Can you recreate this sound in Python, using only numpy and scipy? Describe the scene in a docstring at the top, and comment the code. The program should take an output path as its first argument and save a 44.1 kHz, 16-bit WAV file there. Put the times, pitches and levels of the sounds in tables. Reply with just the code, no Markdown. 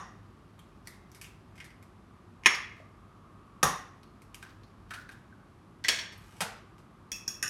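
"""Two eggs are opened close by: a knock on a hard edge, small snaps, then the empty shell drops into a dish.
Of the first egg's knock only the dying end is heard. Each snap is a bright tick plus the ring of a hollow
shell, with splinter crackle and short pops around it; knocks and landings are bursts of tiny contacts.
Then a fork is dragged, lifted and beaten against a bowl: damped sines for its tines and for the bowl.
Behind it all lie filtered noise, the slowly beating hum of two motors and a far airy whirr."""
import sys
import numpy as np
from scipy import signal
from scipy.fft import rfft, irfft, next_fast_len
from scipy.io import wavfile

SR = 44100
rng = np.random.default_rng(int(sys.argv[2]) if len(sys.argv) > 2 else 0)


def to_wav(s):
    """Save 16-bit WAV."""
    ch = np.atleast_2d(s).T  # columns
    pcm = np.round(np.clip(ch, -1, 1) * 32767)  # PCM
    wavfile.write(sys.argv[1], SR, pcm.astype(np.int16))


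N = 330309
LEAD = SR // 4   # samples before time zero, so that earlier sounds can still be dying away
CUTOFF_HZ = 16000   # top of the whole sound

# Hard contacts. Each row: start in seconds, level in dB, fading time in seconds of the tiny contacts that
# follow (at least 0.001 is used), and their level in dB relative to the first contact.
# Eggs knocked on the edge; the first row lies before time zero
KNOCKS = [(-.135, -11.5, 0.0033, 3), (3.6295, -10.5, 0.003, 4), (3.6328, -10, 0.053, -4.5),
          (3.708, -47, 0.0076, -3)]
# First shell landing flat in the dish
FIRST_SHELL = [(2.436, -36, .002, -8.5), (2.448, -38, 0.013, 5), (2.4592, -0.5, 0.0026, -0.5),
               (2.4653, -8, .005, 3.5), (2.548, -34, .004, -9)]
# Second shell tumbling onto the first
SECOND_SHELL = [(5.8403, -34, 0.0067, 13), (5.848, -20, 0.0061, -9), (5.8838, -15.5, 0.00707, 7.5),
                (5.8885, -7.5, 0.014, -27), (5.988, -24.5, 0.015, 4), (6.123, -50.5, 0.014, 14)]
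# Fork found on the table and lifted off
FORK_LIFT = [(6.122, -47, 0.051, 11), (6.4055, -20, 0.018, 13.3), (6.416, -22.5, 0.016, 7.7),
             (6.782, -46, 0.027, 4.2)]

# Fork strokes on the bowl. Each row: start in seconds, tines in dB, bowl in dB, brightness in dB per octave.
STROKES = [(7.1175, -23, -55, -0.5), (7.16, -44.5, -61, 18), (7.2784, -24, -35, 4), (7.369, -52, -64, 8),
           (7.427, -22, -17.5, 2.5), (7.478, -30.5, -49, 3)]
# A tine brushed as the hand finds and lifts the fork. Each row: start in seconds, level in dB.
BRUSHES = [(6.178, -56), (6.406, -50)]
# Shell breaking. Each row: start in seconds, level in dB, pitch of the hollow shell in Hz,
# wetness from 0 to 1, fading time in seconds of the tiny contacts that follow (at least 0.001 is used).
SNAPS = [(.592, -53, 3300, 0.2, .0017), (.8725, -38.5, 2100, 0.17, 0.00074),
         (1.117, -57.5, 6100, 0, 0.0018), (1.1478, -48.5, 2200, 0.07, 0.023), (1.2139, -43, 2620, 0, 0.016),
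         (1.2441, -41.5, 2700, 0.43, 0.019), (1.556, -52, 2280, 0.43, 0.019),
         (1.579, -43.5, 2080, .62, .02), (1.6022, -35.5, 2150, 0.8, 0.012),
         (1.6434, -43, 1950, 0.35, 0.017), (1.705, -47.5, 2090, 0.9, .008),
         (1.8267, -53, 2170, 0.26, 0.0037), (2.548, -31, 5000, 0.55, 0.0031), (3.6292, -30, 3700, 0, .003),
         (3.6327, -25.5, 9680, 0, 0.0019), (4.032, -52, 4300, 0.46, 0.0025),
         (4.2195, -57.5, 2390, 0.03, .005), (4.3444, -44, 2800, 0.04, .0045),
         (4.4265, -36.5, 1570, 0.59, 0.001), (4.6343, -51.5, 4300, 0.83, 0.0046),
         (4.9076, -32.5, 1560, .64, .009), (4.9379, -33, 1670, 0.52, 0.014),
         (5.0912, -38.5, 1578, 0.73, 0.0018), (5.119, -50, 1540, 0.3, .01),
         (5.8834, -18, 6600, 0.35, 0.0035)]
# Hollow pops as the eggs are handled. Each row: start in seconds, pitch in Hz, level in dB.
POPS = [(0.596, 3260, -60), (.874, 2060, -40.5), (2.8, 630, -46.5), (4.913, 1450, -29.5),
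        (4.995, 1430, -42), (5.325, 1500, -47.5), (5.848, 2000, -22)]
# Fingers holding an egg. Each row: start in seconds, end in seconds, crackle in dB.
GRIPS = [(0, 1.5, -81), (2.77, 2.8, -70), (3.9, 5.2, -86)]
# The fork is dragged to the table's edge: start in seconds, end in seconds.
SLIDE_S = (6.19, 6.405)

# Broad colours of the contacts, snaps, fork ticks and wet splinters.
# Each row: frequency in Hz, relative level in dB per Hz.
KNOCK_COLOUR = [(40, -58.5), (80, -6), (160, 11.5), (300, -3), (600, 0), (900, 0.5), (1250, -3),
                (2000, -14), (2700, -9.5), (4400, -23.5), (5800, -8), (8000, -20), (10000, -21),
                (16000, -40)]
FIRST_COLOUR = [(71, -60.5), (120, -28), (246, -10.5), (308, -29), (355, -15), (670, -15), (1120, 1.5),
                (1400, -4.5), (2380, 4.5), (3310, -9), (4680, -15), (5750, -9.5), (7820, -28.5),
                (9400, -15.5), (16000, -41.5)]
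SECOND_COLOUR = [(120, -51), (200, -15), (289, -20), (709, -10.5), (806, -19), (986, -9.5), (1420, -11.5),
                 (1650, 2), (2650, -3), (3250, 2.5), (3760, -10.5), (5420, -8.5), (16000, -35)]
LIFT_COLOUR = [(71, -62), (120, -18), (136, -10), (188, -21), (301, -34), (473, -5.5), (535, -12.5),
               (892, 1), (1010, -8.5), (1550, -4), (3050, -10), (11500, -17.5), (16000, -37.5)]
SNAP_COLOUR = [(300, -32), (1200, -4), (2500, 6), (4500, 1.5), (7000, 0), (10000, 2), (13000, 0),
               (16000, -21)]
TICK_COLOUR = [(300, -1.5), (1200, -19.5), (4000, -4), (6000, 6.5), (10000, -4), (16000, -10.5)]
CRACKLE_COLOUR = [(500, -29.5), (1400, 8.5), (2300, -2), (4500, 1.5), (9000, -13), (16000, -17.5)]

# Ringing tones (modes) of the struck things.
# Each row: pitch in Hz, width in Hz (wider dies faster), relative strength in dB per Hz of width.
KNOCK_MODES = [(177, 33, 3.5), (720, 89, -6.5), (1046, 75, 0), (1160, 102, 5), (1887, 210, -7.5),
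               (3585, 190, -11.5), (5780, 340, -12), (6710, 120, -6), (9410, 1200, -27.5)]
FIRST_MODES = [(1095, 76, -11), (1684, 130, -6), (2157, 90, 0.5), (2240, 13, -3.5), (2898, 99, -20.5),
               (3358, 35, 2), (5410, 140, -12.5), (5490, 80, 0.5), (6457, 200, -8.5), (10200, 400, -16)]
SECOND_MODES = [(1580, 50, -29), (2080, 160, -6), (2620, 130, -6), (3344, 88, 14), (4430, 290, 1.5),
                (5550, 38, 14.5), (6300, 490, -10), (6550, 170, 2)]
LIFT_MODES = [(207, 33, 12.5), (580, 91, 4), (834, 120, 6), (1290, 190, 0), (1537, 110, 14.5),
              (2080, 97, -23), (5100, 100, 4), (12100, 119, -9), (12800, 120, -29.5)]
TINE_MODES = [(1320, 73, -15), (1800, 220, -16), (2487, 91, -2), (2636, 27, 4), (3380, 53, -3),
              (5170, 300, -9.5), (5564, 120, 4.5), (5750, 87, 1.5), (6670, 68, -2.5), (6960, 160, -43),
              (8000, 110, -48), (8930, 68, -10), (10120, 120, -18.5), (11100, 84, -19), (11560, 110, -20),
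              (12700, 220, -20), (15000, 250, -27)]
# The bowl; extra damping is applied when the fork beats it
BOWL_MODES = [(1210, 21, 0.5), (1560, 111, 4.5), (1854, 145, 4.5), (2606, 47, 1), (2870, 91, 0.5),
              (3470, 410, -13.5), (6970, 107, 3), (9230, 60, 0.5), (11500, 300, -12)]
# The highest, thin ring of a lightly touched fork
THIN_RING = [(8500, 50, -5), (11220, 30, 3), (12000, 20, -8), (13330, 30, 4)]
# Hollow shell. Each row: multiple of its pitch, relative strength in dB per Hz of width.
HOLLOW_MODES = [(1, 2.5), (1.55, -8.5), (2.42, -18)]

# Colour of the room's own noise. Each row: frequency in Hz, relative level in dB per Hz.
ROOM_TONE = [(15, -41.5), (25, -21), (43, -4), (70, -9), (102, -6), (130, -9), (206, -8.5), (270, -13.5),
             (363, -13.5), (476, -23), (1160, -22), (1840, -31), (7110, -47), (11600, -48.5),
             (16000, -75.5)]
# Loudness of a far appliance. 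Each row: time in seconds, level in dB.
WHIRR = [(0, -67.5), (1.5, -72), (3.4, -63.5), (4.5, -68), (5.6, -71), (7.49, -63)]
# How long the kitchen echoes. Each row: frequency in Hz, time in seconds to fall by 60 dB.
ROOM_T60 = [(125, 0.18), (400, .5), (1200, 0.44), (2500, 0.6429), (6000, 0.2877), (10000, 0.4),
            (16000, 0.2636)]
# Colour of the kitchen's echoes. Each row: frequency in Hz, relative level in dB.
ROOM_COLOUR = [(100, 4.5), (1000, 0.5), (2500, -4), (6000, -1.5), (10000, -1.5), (16000, -0.5)]
# Bounces off the table top and nearby bowls. Each row: delay in seconds, gain as a plain factor.
NEAR_ECHOES = [(.0006, 0.28), (.0017, -.3), (.0034, .33), (.0059, .36), (.0093, -0.38)]

ROOM_TONE_DB = -55
HUM_HZ, HUM_DB = 100, -63.5   # pitch of the first motor; level of both together
SECOND_MOTOR_DB = -7.5   # relative to the first motor
BEAT_S, IN_STEP_S = 1.53, 1.58   # length of one slow beat, and a moment when the motors agree
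SLIDE_DB, SLIDE_SWELL_DB_PER_S = -63, 26   # scrape level at the end, and how fast it swells
GRIP_FADE_DB_PER_S = 500   # before and after each grip
STRAIN_DB = -24   # crackle at the moment of a snap, relative to that snap
STRAIN_RISE_DB_PER_S, STRAIN_FALL_DB_PER_S = 800, 150.5   # before and after the snap
DRY_TICK_DB, WET_TICK_LOSS_DB = 11.5, 21.5   # tick of a dry snap, and what egg white takes from it
DRY_TOP_HZ, WET_TOP_HZ = 14000, 7460   # upper edge of the tick
HOLLOW_Q = 6.3   # pitch of a shell mode divided by its width


def from_db(db):
    """Turn decibels into a gain."""
    return 10 ** (np.asarray(db) / 20)


def rms_one(x):
    """Scale a sound so that its average (rms) level is 1."""
    return x / np.sqrt(np.mean(x ** 2) + 1e-20)


def at_hz(points, hz):
    """Read a table between its rows, along a logarithmic frequency axis."""
    f, value = np.transpose(points)
    return np.interp(np.log(np.maximum(hz, 1)), np.log(f), value)


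def in_time(rows):
    """Read a time curve at every sample."""
    return np.interp(np.arange(N) / SR, *np.transpose(rows))


def add(track, s, sound):
    """Mix a sound into a track that begins LEAD samples before time zero."""
    i = max(round(s * SR) + LEAD, 0)
    track[i:i + len(sound)] += sound[:max(len(track) - i, 0)]


def coloured(x, spectrum):
    """Filter a steady noise to a given colour; rms 1."""
    size = next_fast_len(len(x))
    gain = from_db(at_hz(spectrum, np.fft.rfftfreq(size, 1 / SR)))
    shaped = irfft(rfft(x, size) * gain, size)
    return rms_one(shaped[:len(x)])


def click(spectrum, size=4096):
    """The most compact pulse of a given colour that starts at once; peak 1."""
    hz = np.fft.rfftfreq(size, 1 / SR)
    cepstrum = irfft(np.log(from_db(at_hz(spectrum, hz))))
    # folding the cepstrum forward gives minimum phase: energy comes as early as possible
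    cepstrum[1:size // 2] *= 2
    cepstrum[size // 2 + 1:] = 0
    pulse = irfft(np.exp(rfft(cepstrum)))
    return pulse / np.abs(pulse).max()


def ring(modes, damping=1, size=8192):
    """A struck body as a sum of dying sines with alternating sign; peak 1."""
    hz, width, db = np.transpose(modes)[:, :, None]
    t = np.arange(size) / SR
    sign = (-1) ** np.arange(len(hz))[:, None]
    strength = from_db(db) * width * sign
    decay = np.exp(-np.pi * width * damping * t)
    sound = (strength * decay * np.sin(2 * np.pi * hz * t)).sum(0)
    return sound / np.abs(sound).max()


def crunch(decay_s, crunch_db, per_s=2500, size=4096):
    """One contact, then a dying shower of tiny ones at random moments."""
    t = np.arange(size) / SR
    hits = rng.random(size) < per_s / SR
    shower = hits * rng.standard_normal(size) * np.exp(-t / max(decay_s, 1e-3))
    # crunch_db compares the shower's energy with that of the first contact
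    shower *= from_db(crunch_db) / (np.linalg.norm(shower) + 1e-9)
    shower[0] = 1
    return shower


def kitchen_response(size=24576):
    """Blurred wall echoes: noise in octave bands, each dying at its own rate; energy 1."""
    t, hz = np.arange(size) / SR, np.fft.rfftfreq(size, 1 / SR)
    noise = rfft(rng.standard_normal(size)) * from_db(at_hz(ROOM_COLOUR, hz))
    centres = 125 * 2. ** np.arange(8)
    tail = 0
    for centre, share in zip(centres, np.eye(len(centres))):
        band = irfft(noise * at_hz(np.c_[centres, share], hz))
        tail = tail + band * 10 ** (-3 * t / at_hz(ROOM_T60, centre))
    tail = tail * np.clip((t - .003) / 0.005, 0, 1)   # the walls answer a little later
    return tail / np.linalg.norm(tail)


def in_kitchen(contacts, room_db):
    """A short burst, its bounces off nearby things, and a blurred echo fed by its energy."""
    response = from_db(room_db) * np.linalg.norm(contacts) * kitchen_response()
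    direct = (0.00023, 0.98)   # delay in seconds, gain
    for delay_s, gain in [direct] + NEAR_ECHOES:
        i = round(delay_s * SR)
        response[i:i + len(contacts)] += gain * contacts
    return response


def room_tone(whirr_hz, whirr_width_hz):
    """Low rumble and hiss, two motors humming almost in tune, and the airy whirr of an appliance."""
    rumble = from_db(ROOM_TONE_DB) * coloured(rng.standard_normal(N), ROOM_TONE)
    turn = 2 * np.pi * (np.arange(N) / SR - IN_STEP_S)
    second_motor = from_db(SECOND_MOTOR_DB) * np.sin((HUM_HZ + 1 / BEAT_S) * turn)
    motors = np.sin(HUM_HZ * turn) + second_motor
    edges = [whirr_hz - whirr_width_hz / 2, whirr_hz + whirr_width_hz / 2]
    band = signal.butter(2, edges, "band", fs=SR, output="sos")
    air = rms_one(signal.sosfilt(band, rng.standard_normal(N)))
    return rumble + from_db(HUM_DB) * rms_one(motors) + from_db(in_time(WHIRR)) * air


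def sliding_fork(contacts_per_s, ring_db):
    """Many tiny contacts scrape along the table and keep the thin ring of the tines awake."""
    t, (start, end) = np.arange(N) / SR, SLIDE_S
    contacts = (rng.random(N) < contacts_per_s / SR) * rng.standard_normal(N)
    scrape = rms_one(signal.oaconvolve(contacts, click(LIFT_COLOUR))[:N])
    tines = rms_one(signal.oaconvolve(contacts, ring(THIN_RING))[:N])
    swell = from_db(SLIDE_DB - SLIDE_SWELL_DB_PER_S * np.abs(end - t))
    swell = swell * (start < t) * (t < end)
    return swell * (scrape + from_db(ring_db) * tines)


def brushed_tines():
    """A light touch wakes only the highest modes of the fork."""
    track = np.zeros(LEAD + N)
    for s, db in BRUSHES:
        add(track, s, from_db(db) * ring(THIN_RING))
    return track[LEAD:]


def beating(tine_damping, bowl_damping, tick_db, chatter_s, chatter_db, room_db):
    """The fork hits the bowl and chatters; each contact ticks and rings both tines and bowl."""
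    track, tick = np.zeros(LEAD + N), click(TICK_COLOUR)
    hz, width, db = np.transpose(TINE_MODES)
    for s, tines_db, bowl_db, tilt_db in STROKES:
        tines = np.c_[hz, width, db + tilt_db * np.log2(hz)]   # a sharper contact favours the high modes
        body = from_db(tines_db) * ring(tines, tine_damping)
        body += from_db(bowl_db) * ring(BOWL_MODES, bowl_damping)
        body[:len(tick)] += from_db(tines_db + tick_db) * tick
        chatter = in_kitchen(crunch(chatter_s, chatter_db), room_db)
        add(track, s, signal.fftconvolve(chatter, body))
    return track[LEAD:]


def table_thud(s, db, hz, width_hz):
    """The knock passes through the hand into the table top, which answers with a low thud."""
    track = np.zeros(LEAD + N)
    add(track, s, from_db(db) * ring([(hz, width_hz, 0)]))
    return track[LEAD:]


def blows(contacts, colour, modes, ring_db, room_db):
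    """Crunching contacts drive a body, which answers with a broad clack and its ringing modes."""
    body, clack = from_db(ring_db) * ring(modes), click(colour)
    body[:len(clack)] += clack
    track = np.zeros(LEAD + N)
    for s, db, decay_s, crunch_db in contacts:
        drive = in_kitchen(crunch(decay_s, crunch_db), room_db)
        add(track, s, from_db(db) * signal.fftconvolve(drive, body))
    return track[LEAD:]


def pops(swell_s):
    """A pocket of air swells into a short note and dies."""
    track, t = np.zeros(LEAD + N), np.arange(SR // 20) / SR
    swell = t / swell_s * np.exp(1 - t / swell_s)
    for s, hz, db in POPS:
        add(track, s, from_db(db) * swell * np.sin(2 * np.pi * hz * t))
    return track[LEAD:]


def strain():
    """Load on a held shell, as a gain: a light grip, and a swell around each snap within that grip."""
    t, load = np.arange(N) / SR, np.zeros(N)
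    for start, end, grip_db in GRIPS:
        outside_s = np.abs(t - np.clip(t, start, end))
        load += from_db(grip_db - GRIP_FADE_DB_PER_S * outside_s)
        for s, db, *_ in SNAPS:
            if start < s < end:
                away_db = np.maximum(STRAIN_RISE_DB_PER_S * (s - t), STRAIN_FALL_DB_PER_S * (t - s))
                load = np.maximum(load, from_db(db + STRAIN_DB - away_db))
    return load


def shell_crackle(per_s, size_spread_db):
    """Tiny splinters of random size give way under the thumbs, louder as the strain grows."""
    sizes = from_db(size_spread_db * np.minimum(rng.exponential(1, N), 4))
    grains = (rng.random(N) < per_s / SR) * sizes * rng.choice([-1, 1], N)
    crackle = signal.oaconvolve(grains, click(CRACKLE_COLOUR))[:N]
    return strain() * rms_one(crackle)


def shell_snaps(hollow_db, crunch_db, splinters_per_s, room_db):
    """Each break is a bright tick, weaker and duller when wet, that also rings the hollow of the shell."""
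    track, tick = np.zeros(LEAD + N), click(SNAP_COLOUR)
    for s, db, hz, wetness, decay_s in SNAPS:
        top_hz = DRY_TOP_HZ * (WET_TOP_HZ / DRY_TOP_HZ) ** wetness
        dulling = signal.butter(2, top_hz, fs=SR, output="sos")
        small_radiator = signal.butter(2, hz / 2, "high", fs=SR, output="sos")   # a shell gives little bass
        modes = [(k * hz, k * hz / HOLLOW_Q, mode_db) for k, mode_db in HOLLOW_MODES if k * hz < CUTOFF_HZ]
        body = from_db(hollow_db) * signal.sosfilt(small_radiator, ring(modes))
        tick_gain = from_db(DRY_TICK_DB - WET_TICK_LOSS_DB * wetness)
        body[:len(tick)] += tick_gain * signal.sosfilt(dulling, tick)
        fracture = in_kitchen(crunch(decay_s, crunch_db, splinters_per_s), room_db)
        add(track, s, from_db(db) * signal.fftconvolve(fracture, body))
    return track[LEAD:]


def scene():
    """All sources in one kitchen, each with its own share of room echo."""
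    out = room_tone(whirr_hz=1160, whirr_width_hz=220)
    out += beating(tine_damping=1.0, bowl_damping=1.85, tick_db=2.5, chatter_s=0.0019, chatter_db=-2.5,
                   room_db=-1.5)
    out += blows(FORK_LIFT, LIFT_COLOUR, LIFT_MODES, ring_db=-18.5, room_db=-3.5)
    out += blows(KNOCKS, KNOCK_COLOUR, KNOCK_MODES, ring_db=-2.5, room_db=-3.0)
    out += blows(FIRST_SHELL, FIRST_COLOUR, FIRST_MODES, ring_db=-9.5, room_db=-6.0)
    out += blows(SECOND_SHELL, SECOND_COLOUR, SECOND_MODES, ring_db=-7.5, room_db=-0.5)
    out += shell_snaps(hollow_db=1, crunch_db=3.5, splinters_per_s=1900, room_db=-2.5)
    # these small sounds share one room echo
    small = sliding_fork(contacts_per_s=1200, ring_db=-17) + brushed_tines()
    small += table_thud(s=3.631, db=-28.0, hz=177, width_hz=32)
    small += pops(swell_s=0.0018) + shell_crackle(per_s=180, size_spread_db=3.0)
    out += signal.oaconvolve(small, in_kitchen(np.ones(1), room_db=-4.5))[:N]
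    return out[None]


def record(dry):
    """Loud peaks are gently rounded; the deepest bass and the top are cut."""
    top = 1.1   # the level that peaks can only approach
    low_pass = signal.ellip(10, .1, 80, CUTOFF_HZ, fs=SR, output="sos")
    low_cut = signal.butter(8, 44, "high", fs=SR, output="sos")
    rounded = top * np.tanh(dry / top)
    return signal.sosfilt(np.vstack([low_cut, low_pass]), rounded)


dry = scene()
out = record(dry)
to_wav(out)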